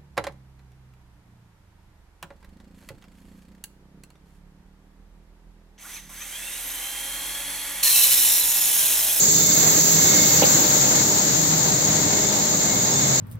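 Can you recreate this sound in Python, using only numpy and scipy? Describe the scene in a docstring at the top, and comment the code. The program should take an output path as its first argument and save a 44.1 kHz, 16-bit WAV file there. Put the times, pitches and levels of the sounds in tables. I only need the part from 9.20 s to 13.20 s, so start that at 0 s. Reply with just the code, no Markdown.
"""Wire drawing machine in a factory hall

The running wire hisses from friction, with a fine fizz on top. Motors and gears hum in a low roar,
a coiler whirrs and pulleys whine on and off. The microphone moves past the cabinet, which soon
shades the direct hiss. One short hollow knock with a brief clack sounds like a bump on the microphone."""
import sys
import numpy as np
from scipy import signal
from scipy.fft import rfft, irfft
from scipy.io import wavfile

SR = 44100
rng = np.random.default_rng(int(sys.argv[2]) if len(sys.argv) > 2 else 0)


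def transcribe(u):
    """Save the signal u as a 16-bit wav file named by the first command-line argument.

    u: samples, shape (n,) or (channels, n), limited to [-1, 1]; the rate is SR.
    q: integer samples, one column per channel.
    """
    v = np.clip(np.atleast_2d(u).T, -1, 1)
    q = np.round(v * 32767).astype(np.int16)
    wavfile.write(sys.argv[1], SR, q)


N = 176400
T = np.arange(N) / SR
HZ = np.fft.rfftfreq(N, 1 / SR)
KNOCK_S = 1.2198


def wire(dip_s=1.235, dip_width_s=0.012, dip_db=-6):
    """Running wire: hiss with guide resonances, rush below, fizz above. Hiss and rush dip at the knock."""
    # friction spectra: freq_hz, density_db
    hiss_spectrum = [(5700, -86), (6100, -56), (6350, -51), (6850, -47.5), (7020, -50), (7280, -48),
                     (7600, -51), (7760, -62), (8200, -65.5), (8600, -110), (8900, -135)]
    rush_spectrum = [(1500, -77.5), (3000, -70), (3900, -64), (4300, -60.5), (4620, -56.5), (4920, -63),
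                     (5280, -58.5), (5550, -58), (5950, -57), (6500, -64), (7500, -125), (8600, -150)]
    fizz_spectrum = [(11400, -135), (11620, -65), (12800, -65), (13000, -60), (13800, -59.5), (14500, -61),
                     (15800, -60.5)]
    # wire guide resonances: freq_hz, width_hz, density_db
    guides = [(6607, 50, -43), (6765, 140, -46.5), (7210, 50, -52)]
    # each band at the moving microphone: time_s, gain_db, balance_db
    hiss_path = [(0, 1, -1), (.15, 0.3, -1), (.25, -.7, -1), (.6, -0.3, -0.5), (1.15, -0.6, 1),
                 (1.3, .5, 1.5), (1.45, -2, 2.5), (1.58, -1, 3.5), (1.72, -2.5, 2), (2.4, -4, 3.5),
                 (3.3, -5, 1.5), (4, -4, 1)]
    rush_path = [(0, -2, 1), (.17, -0.8, 0), (.26, -2.5, -2), (.55, -1, 1), (1.0, 0.2, -1.5), (1.17, 0, -4),
                 (1.2, 2, -3), (1.24, -1.5, 0), (1.4, -2.8, 2), (1.8, -2.5, 1.5), (2.4, -4.5, 2.5),
                 (3.5, -6, 1.5), (4, -5, 2)]
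    fizz_path = [(0, -2, 5), (.6, 0, 1.5), (1.15, 0, 5), (1.45, -2.5, 5.5), (1.9, -5.5, 5.5),
                 (2.399, -8, 7.5), (3.3, -9.5, 8), (4, -9.5, 7.5)]
    guide_power = sum(amp(db) ** 2 / (1 + 2 * ((HZ - hz) / width) ** 2) ** 3 for hz, width, db in guides)
    hiss_colour = np.sqrt(amp(read(hiss_spectrum)) ** 2 + guide_power)
    hiss = rubbing(hiss_colour, hiss_path, flutter_db=0.78, flutter_hz=50)
    rush = rubbing(amp(read(rush_spectrum)), rush_path, flutter_db=0.73, flutter_hz=40)
    fizz = rubbing(amp(read(fizz_spectrum)), fizz_path, flutter_db=0.8, flutter_hz=25)
    dip = amp(dip_db * np.exp(-((T - dip_s) / dip_width_s) ** 2))
    return (hiss + rush) * dip + fizz


def rubbing(colour, path, flutter_db, flutter_hz, right_lag_s=22 / SR):
    """Wire friction, direct from the left and diffuse from the hall; flutters as the wire shakes."""
    # direct sound passing the cabinet: time_s, power_share
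    shading = [(0, 0.31), (.85, 0.44), (1.2, 0.27), (1.5, 0.11), (4, 0.057)]
    share = np.interp(T, *np.transpose(shading))
    source = white()[0] * colour
    direct = irfft(np.array([source, source * np.exp(-2j * np.pi * HZ * right_lag_s)]), N)
    diffuse = irfft(white() * colour, N)
    sound = np.sqrt(share) * direct + np.sqrt(1 - share) * diffuse
    return sound * follow(path) * amp(flutter_db * wander(flutter_hz)[0])


def drives():
    """Rumble and roar of the drives, diffused by the hall."""
    # drive noise spectra: freq_hz, density_db
    rumble_spectrum = [(12, -101), (25, -80), (42, -82.5), (68, -67), (95, -60), (145, -52), (185, -53.5),
                       (270, -59), (400, -67), (800, -146)]
    roar_spectrum = [(100, -71.5), (220, -60.5), (320, -56), (400, -59), (560, -59), (700, -61.5),
                     (880, -62), (1080, -65), (1950, -65), (2400, -70.5), (3000, -71), (3700, -67),
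                     (3970, -63.5), (4250, -66), (5200, -72.5), (7500, -65), (8600, -125), (9000, -145)]
    # each at the microphone: time_s, gain_db, balance_db
    rumble_path = [(0, -6, 5), (.3, -1, -7), (.5, -2, -8), (1.05, 1, 0), (1.35, -1.5, -1), (1.65, -1, 1),
                   (2.3, -1, 0), (2.8, 1, 1.5), (3.2, -1, -0.5), (3.55, 2, 1), (3.85, 0.5, -2)]
    roar_path = [(0, -3, -5), (.25, -3.5, -6), (.45, 2, -5.5), (.7, 0, -10), (.9, 3.2, -7), (1.15, 2, -6.5),
                 (1.45, 3.5, -1.5), (2.001, -1, -1.5), (2.3, 0, -1), (2.8, 0.2, -1), (3.15, -0.5, -1),
                 (4, -0.5, -1.5)]
    rumble = hall_noise(rumble_spectrum, rumble_path, throb_db=1.2, throb_hz=13)
    roar = hall_noise(roar_spectrum, roar_path, throb_db=1.12, throb_hz=19)
    return rumble + roar


def motors():
    """Motor and gear hum; swells and fades as the microphone crosses the hall's standing waves."""
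    # three tones that swell separately, and a group that swells together: pitch_hz, level_db
    low_motor = [(132.5, -39)]
    main_motor = [(160.5, -35.5)]
    gear = [(408.5, -45)]
    group = [(53, -57), (80, -55.5), (100.5, -49.5), (204, -41.5), (301, -41.5), (506, -45.5), (609, -45.5),
             (1220, -55)]
    # each at the microphone: time_s, gain_db, balance_db
    low_path = [(0, -10, -3), (1.2, -7, 4), (1.65, 5.5, -1), (2.0, -3, 5), (2.18, 4, 2), (2.32, -9, 2),
                (2.45, 3, 3), (2.8, -18, 4), (3.5, -16, 3), (3.65, -1, 3), (3.85, 7, 2), (4, 7, 2)]
    main_path = [(0, -2, -14), (.35, 3, -8), (.52, 1.5, -9), (.8, 7, -7), (.9, -10, 1), (1.0, 4, -8),
                 (1.2, -0.5, -8), (1.4, -6, -4), (1.53, 1, -4), (1.7, -6, -13), (2.02, -8, -16),
                 (2.2, 5.5, -6), (2.52, -0.5, -3), (2.62, -9, 4), (2.75, 6.5, -2), (2.95, -10, -3),
                 (3.7, -5.5, 2), (4, -2, -1)]
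    gear_path = [(0, 4.5, 5), (.5, 4, 7), (.87, 6, -8), (1.1, -4, 0), (1.6, -7, 2), (1.9, 7, -3),
                 (2.1, -13, -2), (2.6, 1.5, 4), (2.95, 7, 4), (3.4, -3, -6), (3.7, 5, 3), (4, -3, 3)]
    group_path = [(0, -3, -6), (.45, 0.5, 4), (.6, -4.5, -4), (1.0, 3.5, -4), (1.4, 3, 3), (1.85, 1.5, 1),
                  (2.4, -1.5, 1), (2.8, 4, 2), (3.05, 4, 2), (3.55, 2, 0), (3.72, 3, 0), (4, -1, 4)]
    separate = sum(tones(line, drift_hz=0.88, scatter=0.23, fade_hz=7.9, apart_hz=915) * follow(path)
                   for line, path in ((low_motor, low_path), (main_motor, main_path), (gear, gear_path)))
    together = tones(group, drift_hz=1.23, scatter=0.62, fade_hz=5.3, apart_hz=750) * follow(group_path)
    return separate + together


def coiler():
    """Hollow whirr of the coiler, growing as the microphone approaches."""
    # whirr spectrum: freq_hz, density_db
    spectrum = [(200, -110), (400, -77.5), (560, -62.5), (700, -60.5), (900, -59), (1050, -68), (1500, -79),
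                (4000, -150)]
    # approach: time_s, gain_db, balance_db
    path = [(0, -11, -2), (1.1, -7, 4), (1.6, -0.5, -3.5), (2.5, -2, 1), (3.3, -0.5, -0.5), (4, -1, 2)]
    return hall_noise(spectrum, path, throb_db=1.9, throb_hz=13)


def pulleys():
    """Two pulley whines that swell and fade."""
    # lower and upper whine: pitch_hz, level_db
    lower_line = [(2153.5, -41.5)]
    upper_line = [(3587.5, -38)]
    # their swells: time_s, gain_db, balance_db
    lower_path = [(0, -12, -12), (.36, 2, -12), (.69, -7, -7), (.77, 2, -15), (1.0, 8.5, -10),
                  (1.14, 1, -14), (1.22, -2, -3), (1.72, -8.5, -6), (1.8, 2, -3), (1.9, -15, -3),
                  (2.55, -7.5, -9), (3.06, 0.5, 9), (3.18, -7, 1), (3.38, -16, 6), (3.48, 0, 1),
                  (3.55, 4.5, 6), (3.61, -5, 3), (4, -4, -7)]
    upper_path = [(0, -10, -4), (.29, 4.5, -7), (.6, -11, 0), (.88, -0.5, -8), (1.08, 2.5, -9),
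                  (1.2, -5, -2), (1.5, -4, -8), (2.55, -12, -3), (3.0, -5.5, -4), (3.11, -1, 3),
                  (3.25, -14, 6), (3.66, -5.5, 2), (3.82, 0.5, 2), (4, -11, 2)]
    lower = tones(lower_line, drift_hz=2.98, scatter=0.49, fade_hz=42, apart_hz=1500)
    upper = tones(upper_line, drift_hz=3, scatter=0.63, fade_hz=36, apart_hz=1500)
    return lower * follow(lower_path) + upper * follow(upper_path)


def knock(gain_db=-8.2, rise_s=0.0016, low_cut_hz=171,
          echo_gain=0.62, echo_s=0.016, echo_width_s=0.0034, tail_db=-26, tail_t60_s=0.4):
    """Short hollow knock, like a bump on the microphone: deep bass cut, a quick cluster of echoes."""
    # knock resonances: pitch_hz, level_db, t60_s
    modes = [(295, -9, .12), (355, -12, .1), (515, -5, .075), (562, -3, .06), (795, -5, .06),
             (885, -9.5, .05)]
    t = T[:SR // 2]
    ring = sum(amp(db - 60 * t / t60) * np.cos(2 * np.pi * hz * t) for hz, db, t60 in modes)
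    ring = low_cut(ring * (1 - np.exp(-t / rise_s)), low_cut_hz)
    taps = rng.standard_normal((2, len(t))) * (rng.random((2, len(t))) < 2000 / SR)  # 2000 echoes/s
    taps *= np.exp(-((t - echo_s) / echo_width_s) ** 2) + amp(tail_db - 60 * t / tail_t60_s)
    taps *= echo_gain / np.linalg.norm(taps, axis=1, keepdims=True)
    taps[:, 0] += 1  # direct sound
    sound = signal.fftconvolve(taps, ring[None], axes=1)
    out, start = np.zeros((2, N)), round(KNOCK_S * SR)
    out[:, start:start + sound.shape[1]] = sound
    return amp(gain_db) * out


def clack(centre_hz=2850, width_hz=850, density_db=-53, rise_s=0.011):
    """Brief clack with the knock: one broad burst of noise."""
    age = np.maximum(T - KNOCK_S, 0) / rise_s
    noise = irfft(white() * np.exp(-((HZ - centre_hz) / width_hz) ** 2), N)
    return amp(density_db) * noise * (age * np.exp(1 - age)) ** 2


def thuds(width_s=0.012):
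    """Short dull swells of the bass in the hall."""
    # bass pulses: centre_s, peak_db, pitch_hz
    pulses = [(.47, -26, 120), (1.192, -22, 170), (2.865, -27, 105)]
    out = np.zeros(N)
    for centre_s, peak_db, pitch_hz in pulses:
        envelope = amp(peak_db) * np.exp(-((T - centre_s) / width_s) ** 2)
        out += envelope * np.cos(2 * np.pi * (pitch_hz * T + rng.random()))
    return out


def bearings():
    """Thin, wavering tones of the bearings."""
    # bearing lines: pitch_hz, level_db
    lines = [(3885, -46), (3976, -45.5), (4447, -49)]
    return tones(lines, drift_hz=6.41, scatter=1.0, fade_hz=11, apart_hz=1500)


def hall_noise(spectrum, path, throb_db, throb_hz):
    """Diffuse, throbbing noise, alike on both sides in the bass."""
    # left-right likeness of the hall's sound: freq_hz, correlation
    likeness = [(30, 0.93), (150, 0.86), (300, 0.69), (480, 0.39), (700, -0.1), (1100, -0.31),
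                (1700, -0.12), (2200, 0.15), (3000, -0.22)]
    same = read(likeness)
    left, unrelated = white()
    right = same * left + np.sqrt(1 - same ** 2) * unrelated
    noise = irfft(np.array([left, right]) * amp(read(spectrum)), N)
    return noise * follow(path) * amp(throb_db * wander(throb_hz)[0])


def tones(lines, drift_hz, scatter, fade_hz, apart_hz):
    """Slightly drifting lines; hall echoes make them fade, differently per side above apart_hz."""
    out = np.zeros((2, N))
    for hz, db in lines:
        turns = np.cumsum(hz + drift_hz * wander(2.98)[0]) / SR + rng.random()
        echo = wander(fade_hz) + 1j * wander(fade_hz)
        same = np.exp(-(hz / apart_hz) ** 2)
        echo[1] = same * echo[0] + np.sqrt(1 - same ** 2) * echo[1]
        tone = ((1 + scatter * echo) * np.exp(2j * np.pi * turns)).real
        out += amp(db) * tone / np.sqrt(0.5 + scatter ** 2)
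    return out


def amp(db):
    """Decibels to gain."""
    return 10 ** (np.asarray(db) / 20)


def read(points):
    """A frequency table interpolated over HZ on a log axis."""
    freq_hz, value = np.transpose(sorted(points))
    return np.interp(np.log(HZ + 1), np.log(freq_hz), value)


def follow(path):
    """Left and right gain along a path; positive balance is left."""
    time_s, gain_db, balance_db = np.transpose(path)
    sides = amp(np.interp(T, time_s, balance_db) * np.array([[0.5], [-0.5]]))
    return amp(np.interp(T, time_s, gain_db)) * sides / np.sqrt((sides ** 2).mean(0))


def white():
    """Two unrelated noise spectra at 0 dB per Hz."""
    return rfft(rng.standard_normal((2, N))) * np.sqrt(SR / 2)


def wander(rate_hz):
    """Two slow random curves of unit rms."""
    curves = irfft(white() * np.exp(-0.5 * (HZ / rate_hz) ** 2) * (HZ > 0), N)
    return curves / curves.std(axis=1, keepdims=True)


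def low_cut(sound, corner_hz):
    """Second-order high-pass."""
    return signal.sosfilt(signal.butter(2, corner_hz, "high", fs=SR, output="sos"), sound)


def scene():
    """The whole machine in its hall."""
    return drives() + coiler() + wire() + motors() + pulleys() + bearings() + thuds() + knock() + clack()


def record(dry):
    """Microphone bass roll-off and a steep treble limit."""
    band_limit = signal.firwin(1023, cutoff=15760, window=("kaiser", 9), fs=SR)
    return signal.oaconvolve(low_cut(dry, corner_hz=32), band_limit[None], "same")


dry = scene()
out = record(dry)
transcribe(out)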